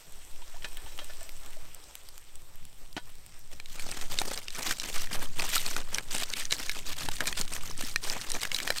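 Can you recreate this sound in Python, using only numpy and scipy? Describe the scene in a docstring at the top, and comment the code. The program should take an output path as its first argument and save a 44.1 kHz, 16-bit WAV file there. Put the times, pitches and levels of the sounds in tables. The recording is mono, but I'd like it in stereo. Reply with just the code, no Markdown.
"""Water from a kettle lands on hot embers: filtered noise hisses as steam and short bursts pop.
Meanwhile rising sine bubbles gurgle in the kettle and decaying metal modes clank.
Then a stick rakes the wet ash: clouds of short grains crunch, damped sines thump, and cracks ring the stick.
All of it is straight ahead of a body-worn microphone, which every movement rocks with
slow noise below hearing, over the lumpy rumble of a light wind and cloth."""
import sys
import numpy as np
from scipy import signal
from scipy.fft import rfft, irfft
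from scipy.io import wavfile
from scipy.ndimage import uniform_filter1d

SR = 44100
rng = np.random.default_rng(int(sys.argv[2]) if len(sys.argv) > 2 else 0)


def store_pcm(level_fs):
    """Save levels as 16-bit WAV."""
    pcm = np.round(np.clip(level_fs, -1, 1) * 32767).astype(np.int16)
    wavfile.write(sys.argv[1], SR, np.atleast_2d(pcm).T)


N = 388080

# strokes of the stick through the ash: start_s (full pressure reached), held_s, level_db,
# depth_db (extra crunch and digging from deeper in the ash)
STICK_STROKES = [(3.53, 0.011, -48, -1), (3.7, .06, -50, -8), (3.79, 0.26, -43.5, 2.5),
                 (4.12, 0.014, -34, 0.5), (4.17, 0.22, -42, 4), (4.54, 0.084, -40.5, 3),
                 (4.67, 0.042, -30, 2), (4.78, 0.073, -40, -1), (4.88, 0.15, -38, -0.5),
                 (5.13, 0.026, -35, 6), (5.19, 0.079, -44, 4.5), (5.395, 0.069, -34.5, 2.5),
                 (5.5, 0.088, -31.5, -4), (5.545, 0.026, -26, -7), (5.62, 0.13, -36.5, -0.5),
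                 (5.77, 0.028, -41.5, 7), (5.94, 0.038, -39.5, 3), (6.12, .11, -35.5, -1),
                 (6.3, 0.072, -41.5, 4.5), (6.37, 0.067, -37, 0.5), (6.525, 0.024, -34, -0.5),
                 (6.58, 0.21, -41, -1.5), (6.87, 0.046, -38, 2), (6.98, 0.078, -38.5, 2),
                 (7.12, 0.041, -38.5, -0.5), (7.21, 0.011, -39, 11.5), (7.275, 0.0096, -31, 2.5),
                 (7.38, 0.02, -33, 0.5), (7.53, 0.029, -37.5, 3), (7.635, 0.079, -40.5, 0),
                 (7.78, .15, -41, -2), (8.04, .14, -38.5, 2), (8.2, 0.18, -43, 0), (8.35, 0.02, -37, 4),
                 (8.425, 0.018, -34, 0), (8.52, 0.11, -40, 1.5), (8.66, 0.059, -39, 4),
                 (8.77, 0.0093, -35.5, 0)]
FIRST_STROKE_S, SECOND_STROKE_S = STICK_STROKES[0][0], STICK_STROKES[1][0]


def raking():
    """Grit slips in clumps under the stick; lumps of ash crunch below it."""
    # colour of the sliding grit: pitch_hz, gain_db
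    grit_colour = [(100, -2.5), (250, 5.5), (500, 1.5), (1200, 0.5), (3200, 5), (5400, 2.5), (8600, 4),
                   (10600, -6.5), (13600, -2), (16000, -12)]
    charcoal_db, charcoal_per_s = -7.5, 220  # hard bits that ring briefly, level against the grit
    crunch_db, digging_db = -14.5, -28.5  # at 0 dB stroke level and 0 dB depth
    follow = 0.8  # dB of crunch and digging per dB of stroke: hard strokes are brighter

    level_db, depth_db = pressure()
    clumps = gain_of(2.7 * drift(0.0055))
    slide = rng.standard_normal(N) * 0.69
    slide += grains(3500 * clumps, 3.55, 510, 13600, cycles=1.04)
    grit = patchy(coloured(slide * clumps, grit_colour), 2, 1800, .025)
    low = band(grit, 36, 1920)
    bright = evened(grit - low)
    tumble = evened(low * gain_of(2.5 * drift(.01)))  # lumps of ash roll on their own
    # the tip digs into lumps
    digging = evened(band(grains(70, 3.5, 70, 420, cycles=1.1), 50, 500))
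    bits = grains(charcoal_per_s * clumps, 3.5, 1200, 6000, cycles=5.5)

    surface = gain_of(level_db) * (bright + gain_of(charcoal_db) * bits)
    deep_db = follow * level_db + depth_db
    return surface + gain_of(crunch_db + deep_db) * tumble + gain_of(digging_db + deep_db) * digging


def pressure():
    """Level of the stick in the ash (all strokes over the trickle between them) and its depth, both in dB."""
    press_db_per_s, lift_db_per_s = 597, 446  # each stroke rises, holds and falls
    settling_db = -51.5  # ash trickles in between
    t = np.arange(N) / SR
    power = gain_of(settling_db) ** 2 * (t > SECOND_STROKE_S) + 1e-9
    depth = 0
    for s, held, db, depth_db in STICK_STROKES:
        off_db = np.maximum(press_db_per_s * (s - t), lift_db_per_s * (t - s - held))
        stroke = gain_of(db - np.clip(off_db, 0, 100)) ** 2
        power = power + stroke
        depth = depth + stroke * depth_db
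    return 10 * np.log10(power), depth / power


def cracks():
    """Each crack also rings the stick at a new spot, and a few crumbs scatter after it."""
    # single coals and twigs cracking against the stick: start_s, peak_db, pitch_hz (centre)
    single_cracks = [(3.6, -26.5, 2410), (3.659, -30, 3820), (3.796, -24.5, 2410), (3.915, -21.5, 8050),
                     (4.013, -22, 3750), (4.188, -6.5, 4150), (4.216, -16, 787), (4.376, -18, 4970),
                     (4.483, -20.5, 4800), (4.505, -22.5, 3990), (4.594, -30, 3950), (4.684, -29, 2720),
                     (4.71, -13, 1590), (4.799, -14, 5500), (4.84, -24, 2620), (5.072, -30, 1940),
                     (5.397, -15.5, 2430), (5.421, -18.5, 2400), (5.558, -12.5, 8400), (5.664, -15, 4430),
                     (5.765, -14.5, 1460), (5.946, -14, 5800), (5.984, -14, 2340), (6.166, -21.5, 3000),
                     (6.18, -24, 8200), (6.223, -22.5, 690), (6.302, -20.5, 6160), (6.337, -14.5, 3680),
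                     (6.454, -17.5, 6140), (6.509, -16.5, 4150), (6.525, -6, 3770), (6.629, -25.5, 5220),
                     (6.671, -29.5, 1700), (6.695, -15, 2380), (6.931, -21, 3680), (7.007, -22, 4450),
                     (7.087, -15.5, 866), (7.206, -13, 1740), (7.2568, -23, 2380), (7.278, -12.5, 3700),
                     (7.327, -18.5, 1920), (7.413, -11, 6900), (7.479, -25, 3600), (7.537, -19.5, 8400),
                     (7.5647, -22, 1800), (7.778, -22.5, 8200), (7.8244, -25, 2530), (7.96, -9.5, 2480),
                     (8.039, -21, 5400), (8.099, -12, 4970), (8.135, -25, 1900), (8.214, -20.5, 4320),
                     (8.302, -16, 7000), (8.318, -14, 8700), (8.351, -19.5, 2330), (8.416, -20, 3900),
                     (8.433, -15.5, 4850), (8.452, -16.5, 1690), (8.517, -17.5, 2870), (8.546, -12.5, 4900),
                     (8.564, -15, 4900), (8.587, -16.5, 3180), (8.602, -17, 1980), (8.676, -14, 1780),
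                     (8.704, -10, 1760), (8.761, -24, 1750), (8.784, -16, 4750)]
    # modes of the stick: pitch_hz, level_db, t60_s
    stick_modes = [(720, 31, 0.0019), (1824, 12.5, 0.027), (2375, 15, 0.022), (3100, 18, 0.0055),
                   (4124, 13, 0.022), (4970, 17.5, 0.0041), (5760, 17.5, 0.0033)]
    grip_shift = .05  # typical share by which grip and pressure retune the stick from blow to blow

    out, t = np.zeros(N), np.arange(3000) / SR
    every = single_cracks + small_cracks()
    for (s, db, hz), noise in zip(every, rng.standard_normal((len(every), 3, len(t)))):
        t60 = .005 + 8 / hz  # larger pieces sound lower and longer
        spot_db = near(stick_modes, hz, 4) + 4.0 * noise[2, :len(stick_modes)]
        stick = ring(stick_modes, t * (1 + grip_shift * noise[2, -1]), spot_db)
        blow = peak_at(0, snap(hz, t60, noise[0])) + 0.058 * stick
        blow = band(blow, hz * .5, 10000)  # small pieces radiate no bass
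        scatter_db = 8.5 * uniform_filter1d(noise[2], 40) * np.sqrt(40)
        crumbs = band(noise[1] * gain_of(-60 * t / 0.22 + scatter_db), hz * .5, 7500)
        push = np.sin(2 * np.pi * 420 * t) * gain_of(-60 * t / 0.008)  # the ash bed gives under low blows
        push_db = db - 11 - 9 * np.log2(hz / 1000)
        add(out, s, peak_at(db, blow) + peak_at(db - 30, crumbs) + peak_at(push_db, push))
    return out


def small_cracks():
    """Lesser cracks at random moments of the raking, as loud as the stroke allows."""
    count, pitch_hz = 50, (1000, 8500)
    over_stroke_db, top_db = (10, 14), -28  # range of peaks over the stroke level, and their ceiling
    s, size, pitch = rng.random((count, 3)).T
    s = np.interp(s, [0, 1], [SECOND_STROKE_S, N / SR])
    stroke_db = np.interp(s * SR, np.arange(N), pressure()[0])
    db = stroke_db + np.interp(size, [0, 1], over_stroke_db)
    return list(zip(s, np.minimum(db, top_db), spread(pitch, *pitch_hz)))


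def snap(hz, t60, noise):
    """A sharp crack: a few cycles at the pitch of the breaking piece and its overtone, in a brighter noise burst."""
    t = np.arange(len(noise)) / SR
    decay = gain_of(-60 * t / t60) * (1 - np.exp(-t * hz * 2.5))
    burst = peak_at(0, band(noise * decay, hz * 0.12, 21800))
    tone = np.sin(2 * np.pi * hz * t) + 0.39 * np.sin(2 * np.pi * 1.72 * hz * t)
    return decay * tone + 1.16 * burst


def thumps():
    """The tip of the stick pushes softly into the ground: a low sine that dies within a few cycles."""
    # thumps of the tip: start_s, peak_db, pitch_hz
    tip_thumps = [(4.706, -42, 350), (5.126, -36, 199), (5.15, -53, 160), (7.046, -39, 260),
                  (7.284, -43, 190), (7.398, -38, 177), (7.786, -42, 290), (7.836, -33.5, 247),
                  (8.703, -23, 555)]
    cycles = 7.5  # until a thump has fallen by 60 dB
    out, t = np.zeros(N), np.arange(4000) / SR
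    for s, db, hz in tip_thumps:
        envelope = gain_of(-60 * t * hz / cycles) * (1 - np.exp(-3 * hz * t))
        add(out, s, peak_at(db, np.sin(2 * np.pi * hz * t) * envelope))
    return out


def kettle():
    """Bubbles rise in pitch as they die; knocks ring the thin metal, and the harder ones also thud."""
    # bubbles in the pouring water: start_s, peak_db, pitch_hz (at the start)
    gurgles = [(0.421, -49, 940), (0.542, -47, 670), (0.563, -47, 920), (0.863, -46, 850),
               (0.988, -42, 740), (1.019, -44, 560), (1.097, -44, 590), (1.214, -43.5, 626),
               (1.26, -53, 620), (1.568, -44.5, 604)]
    # lid and handle knocking the kettle: start_s, peak_db, pitch_hz (of the modes struck most)
    clanks = [(0.42, -40.5, 3110), (0.545, -43, 1750), (0.623, -33.5, 3100), (0.645, -23, 1905),
              (0.719, -43, 2450), (0.778, -36, 1750), (0.862, -38, 3110), (0.872, -40, 1750),
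              (0.9256, -43, 4000), (0.9896, -26.5, 3160), (1.0162, -36, 1740), (1.0984, -34.5, 1700),
              (1.21, -38, 1760), (2.966, -24, 2950), (2.9762, -26.5, 1500), (2.98, -35, 660)]
    # modes of the metal: pitch_hz, level_db, t60_s
    metal_modes = [(690, 25, 0.038), (964, 2, .11), (1490, -6, 0.066), (1750, -8.5, 0.094),
                   (2510, -4, 0.14), (2990, 14.5, 0.011), (3190, -0.5, 0.17), (3330, 3, 0.05),
                   (3900, 1, 0.2), (4970, -1, 0.082), (5460, 16, 0.056)]
    emptying_db_per_s = 7.5  # the emptier the kettle, the more it thuds

    out, t = np.zeros(N), np.arange(9000) / SR
    for s, db, hz in gurgles:
        turns = hz * (t + 3.7 * t ** 2)
        envelope = gain_of(-60 * t / 0.048) * (1 - np.exp(-t / 0.0009))
        add(out, s, peak_at(db, np.sin(2 * np.pi * turns) * envelope))
    for (s, db, hz), noise in zip(clanks, rng.standard_normal((len(clanks), len(t)))):
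        rattle = band(noise * gain_of(-60 * t / .06), 400, 4000)
        tone = ring(metal_modes, t, near(metal_modes, hz, 28))
        metal = peak_at(0, tone) + peak_at(.4 * db + 7, rattle)  # light touches ring purer
        thud = np.sin(2 * np.pi * 280 * t) * gain_of(-60 * t / 0.013) * (1 - np.exp(-t / 0.0028))
        thud_db = 2.71 * db + 11 + emptying_db_per_s * s
        add(out, s, peak_at(db, metal) + peak_at(thud_db, thud))
    return out


def embers():
    """Pockets of steam burst out of the coals."""
    # single pops of steam, loud and faint: start_s, peak_db, pitch_hz (centre)
    single_pops = [(0.123, -33.5, 8250), (0.771, -26, 3180), (0.978, -29.5, 3120), (1.045, -28, 8100),
                   (1.231, -31, 8000), (1.2926, -28, 2200), (1.462, -29, 7850), (1.747, -25, 8040),
                   (1.9539, -24, 7650), (2.088, -30, 4900), (2.179, -29.5, 7300), (2.356, -29.5, 8610),
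                   (2.557, -35, 13000), (2.6526, -32, 7800), (2.929, -32.5, 4880), (3.2634, -33.5, 8420),
                   (3.3928, -38, 12000), (3.4127, -43, 5130)]
    out, pops = np.zeros(N), single_pops + small_pops()
    for (s, db, hz), noise in zip(pops, rng.standard_normal((len(pops), 800))):
        add(out, s, peak_at(db, snap(hz, .005, noise)))
    return out


def small_pops():
    """Faint pops at random moments before the raking."""
    count, peak_db, pitch_hz = 22, (-45, -38), (2300, 13000)
    s, size, pitch = rng.random((count, 3)).T
    return list(zip(s * FIRST_STROKE_S, np.interp(size, [0, 1], peak_db), spread(pitch, *pitch_hz)))


def steam():
    """Fine fizz and tiny spits over a hiss that flutters in patches."""
    # steam from the embers: start_s, level_db
    steam_level = [(0, -53.5), (.4, -52), (1.07, -49), (1.7, -52.5), (2.5, -57), (3.5, -56.5), (8.8, -64)]
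    # colour of the hiss: pitch_hz, gain_db
    hiss_colour = [(71, 12.5), (120, -19.5), (289, -2), (569, -1.5), (1010, -2.5), (1580, -4.5),
                   (3200, -3.5), (4660, -7), (5670, -4), (6630, -10), (8100, -1.5), (8900, -5.5),
                   (10400, -18.5), (12300, -9.5), (13800, -11.5), (16000, -20)]
    fizz = rng.standard_normal(N) * gain_of(.8 * drift(.02))
    spits = .5 * grains(400, 4.5, 3000, 14000, cycles=.8)
    hiss = patchy(coloured(fizz + spits, hiss_colour), 1.64, 1200, 0.032)
    return gain_of(curves(steam_level)[0]) * hiss


def sway():
    """Slow pressure swings at the microphone, and the lumpy rumble of wind and cloth."""
    # body movement and wind: start_s, swing_db (before the evening out below), rumble_db
    movement = [(0.0, -46.5, -66.5), (0.38, -32, -65.5), (1.66, -31, -62), (1.84, -49.5, -69),
                (2.42, -35, -66), (3.34, -38, -60), (4.15, -24.5, -56), (4.54, -37.5, -64), (5.1, -22, -53),
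                (5.98, -28, -55), (6.25, -31.5, -62), (7.5, -27, -49), (8.2, -30.5, -59), (8.8, -31, -66)]
    # colour of the rocking: pitch_hz, gain_db
    rocking_colour = [(2, -9), (5, 3), (9, 1.5), (14, -7), (19, -29), (25, -14.5), (31, -51), (40, -26),
                      (60, -67.5)]
    swing_db, rumble_db = curves(movement)
    gain = gain_of(read(rocking_colour, np.fft.rfftfreq(N, 1 / SR)))
    swing = evened(irfft(rfft(rng.standard_normal(N)) * gain, N))
    # evened out, so that the movement sets the size of the swings
    lumps = np.sqrt(uniform_filter1d(swing ** 2, round(.35 * SR)) + 0.16)
    rumble = band(rng.standard_normal(N) * gain_of(3 * drift(.03)), 45, 150)
    return gain_of(swing_db) * swing / lumps + gain_of(rumble_db) * evened(rumble)


def grains(per_s, spread_db, lo_hz, hi_hz, cycles, count=16):
    """Short damped wavelets of many pitches, each set off by its own sparse clicks; a few are large."""
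    size_db = spread_db * np.minimum(rng.exponential(1, N), 4)
    clicks = gain_of(size_db) * (rng.random(N) < per_s / SR)
    kind, out = rng.integers(0, count, N), np.zeros(N)
    t = np.arange(600) / SR
    for k, hz in enumerate(np.geomspace(lo_hz, hi_hz, count)):
        wavelet = np.cos(2 * np.pi * hz * t) * np.exp(-t * hz / cycles)
        wavelet = wavelet * np.sqrt(hz) / np.linalg.norm(wavelet)
        out += signal.oaconvolve(clicks * (kind == k), wavelet)[:N]
    return evened(out)


def ring(modes, t, weights_db):
    """Decaying modes after one blow."""
    return sum(gain_of(db + weight_db - 60 * t / t60) * np.sin(2 * np.pi * hz * t)
               for (hz, db, t60), weight_db in zip(modes, weights_db))


def near(modes, hz, db_per_octave):
    """A blow excites most the modes that lie near hz."""
    return [-db_per_octave * abs(np.log2(f / hz)) for f, _, _ in modes]


def patchy(x, depth_db, width_hz, length_s):
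    """Colours a noise in random patches, each over its own band and moment."""
    z = signal.stft(x, nperseg=256)[2]
    bins, frames = max(round(width_hz * 256 / SR), 1), max(round(length_s * SR / 128), 1)
    field = rng.standard_normal(z.T.shape).T
    for axis, size in enumerate((bins, frames)):
        field = uniform_filter1d(uniform_filter1d(field, size, axis), size, axis)
    return evened(signal.istft(z * gain_of(depth_db * evened(field)), nperseg=256)[1][:N])


def coloured(x, spectrum):
    """Causal filter with the given spectrum: the phase is the Hilbert transform of the log gain."""
    gain_db = np.maximum(read(spectrum, abs(np.fft.fftfreq(8192, 1 / SR))), -100)
    log_gain = np.log(gain_of(gain_db))
    taps = np.fft.ifft(np.exp(np.conj(signal.hilbert(log_gain)))).real[:4096]
    return evened(signal.oaconvolve(x, taps)[:N])


def band(x, lo_hz, hi_hz):
    """Band-pass, with its edges kept between 20 Hz and 0.45 of the sample rate."""
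    edges = np.clip([lo_hz, hi_hz], 20, .45 * SR)
    return signal.sosfilt(signal.butter(2, edges, "band", fs=SR, output="sos"), x)


def drift(seconds):
    """Slow chance of rms 1."""
    size = max(round(seconds * SR), 1)
    return evened(uniform_filter1d(uniform_filter1d(rng.standard_normal(N), size), size))


def spread(share, lo, hi):
    """A value between lo and hi on a log scale."""
    return lo * (hi / lo) ** share


def read(points, hz):
    """A spectrum's value at hz, straight on a log axis."""
    f, value = np.transpose(points)
    return np.interp(np.log(hz + 1), np.log(f + 1), value)


def curves(rows):
    """Each column of a table after its times, as one value per sample."""
    s, *columns = np.transpose(rows)
    return [np.interp(np.arange(N) / SR, s, c) for c in columns]


def gain_of(db):
    """dB to amplitude."""
    return 10 ** (np.asarray(db) / 20)


def evened(x):
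    """Scales to rms 1."""
    return x / np.sqrt(np.mean(x ** 2) + 1e-20)


def peak_at(db, x):
    """Scales to a peak level."""
    return gain_of(db) * x / abs(x).max()


def add(mix, s, sound):
    """Mixes a sound in at s seconds."""
    part = mix[round(s * SR):][:len(sound)]
    part += sound[:len(part)]


def scene():
    """All sources straight ahead."""
    mid = raking() + cracks() + thumps() + kettle() + embers() + steam() + sway()
    return np.array([mid, mid])


def record(dry):
    """The two channels differ only by a faint flicker that follows the sound; then the band limit."""
    # left-right difference against the sum: pitch_hz, level_db (before the random factors)
    difference = [(25, -62), (70, -52), (240, -27), (950, -30), (3770, -30), (15000, -24)]
    flicker_db, edge_hz = 7, 15900  # how far the difference comes and goes; upper band limit
    hz, _, z = signal.stft(dry[0], SR, nperseg=1024)
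    a, b = rng.standard_normal((z.shape[1], z.shape[0], 2)).T
    apart = gain_of(read(difference, hz)) * (hz > 20)
    comes = evened(gain_of(flicker_db * np.resize(drift(.03)[::512], z.shape[1])))
    flicker = signal.istft(z * (a + 1j * b) * apart[:, None] * comes, nperseg=1024)[1][:N]
    both = dry + np.outer([1, -1], flicker)
    low_pass = signal.firwin(401, edge_hz, window=("kaiser", 9), fs=SR)
    return signal.oaconvolve(both, low_pass[None], "same")


dry = scene()
out = record(dry)
store_pcm(out)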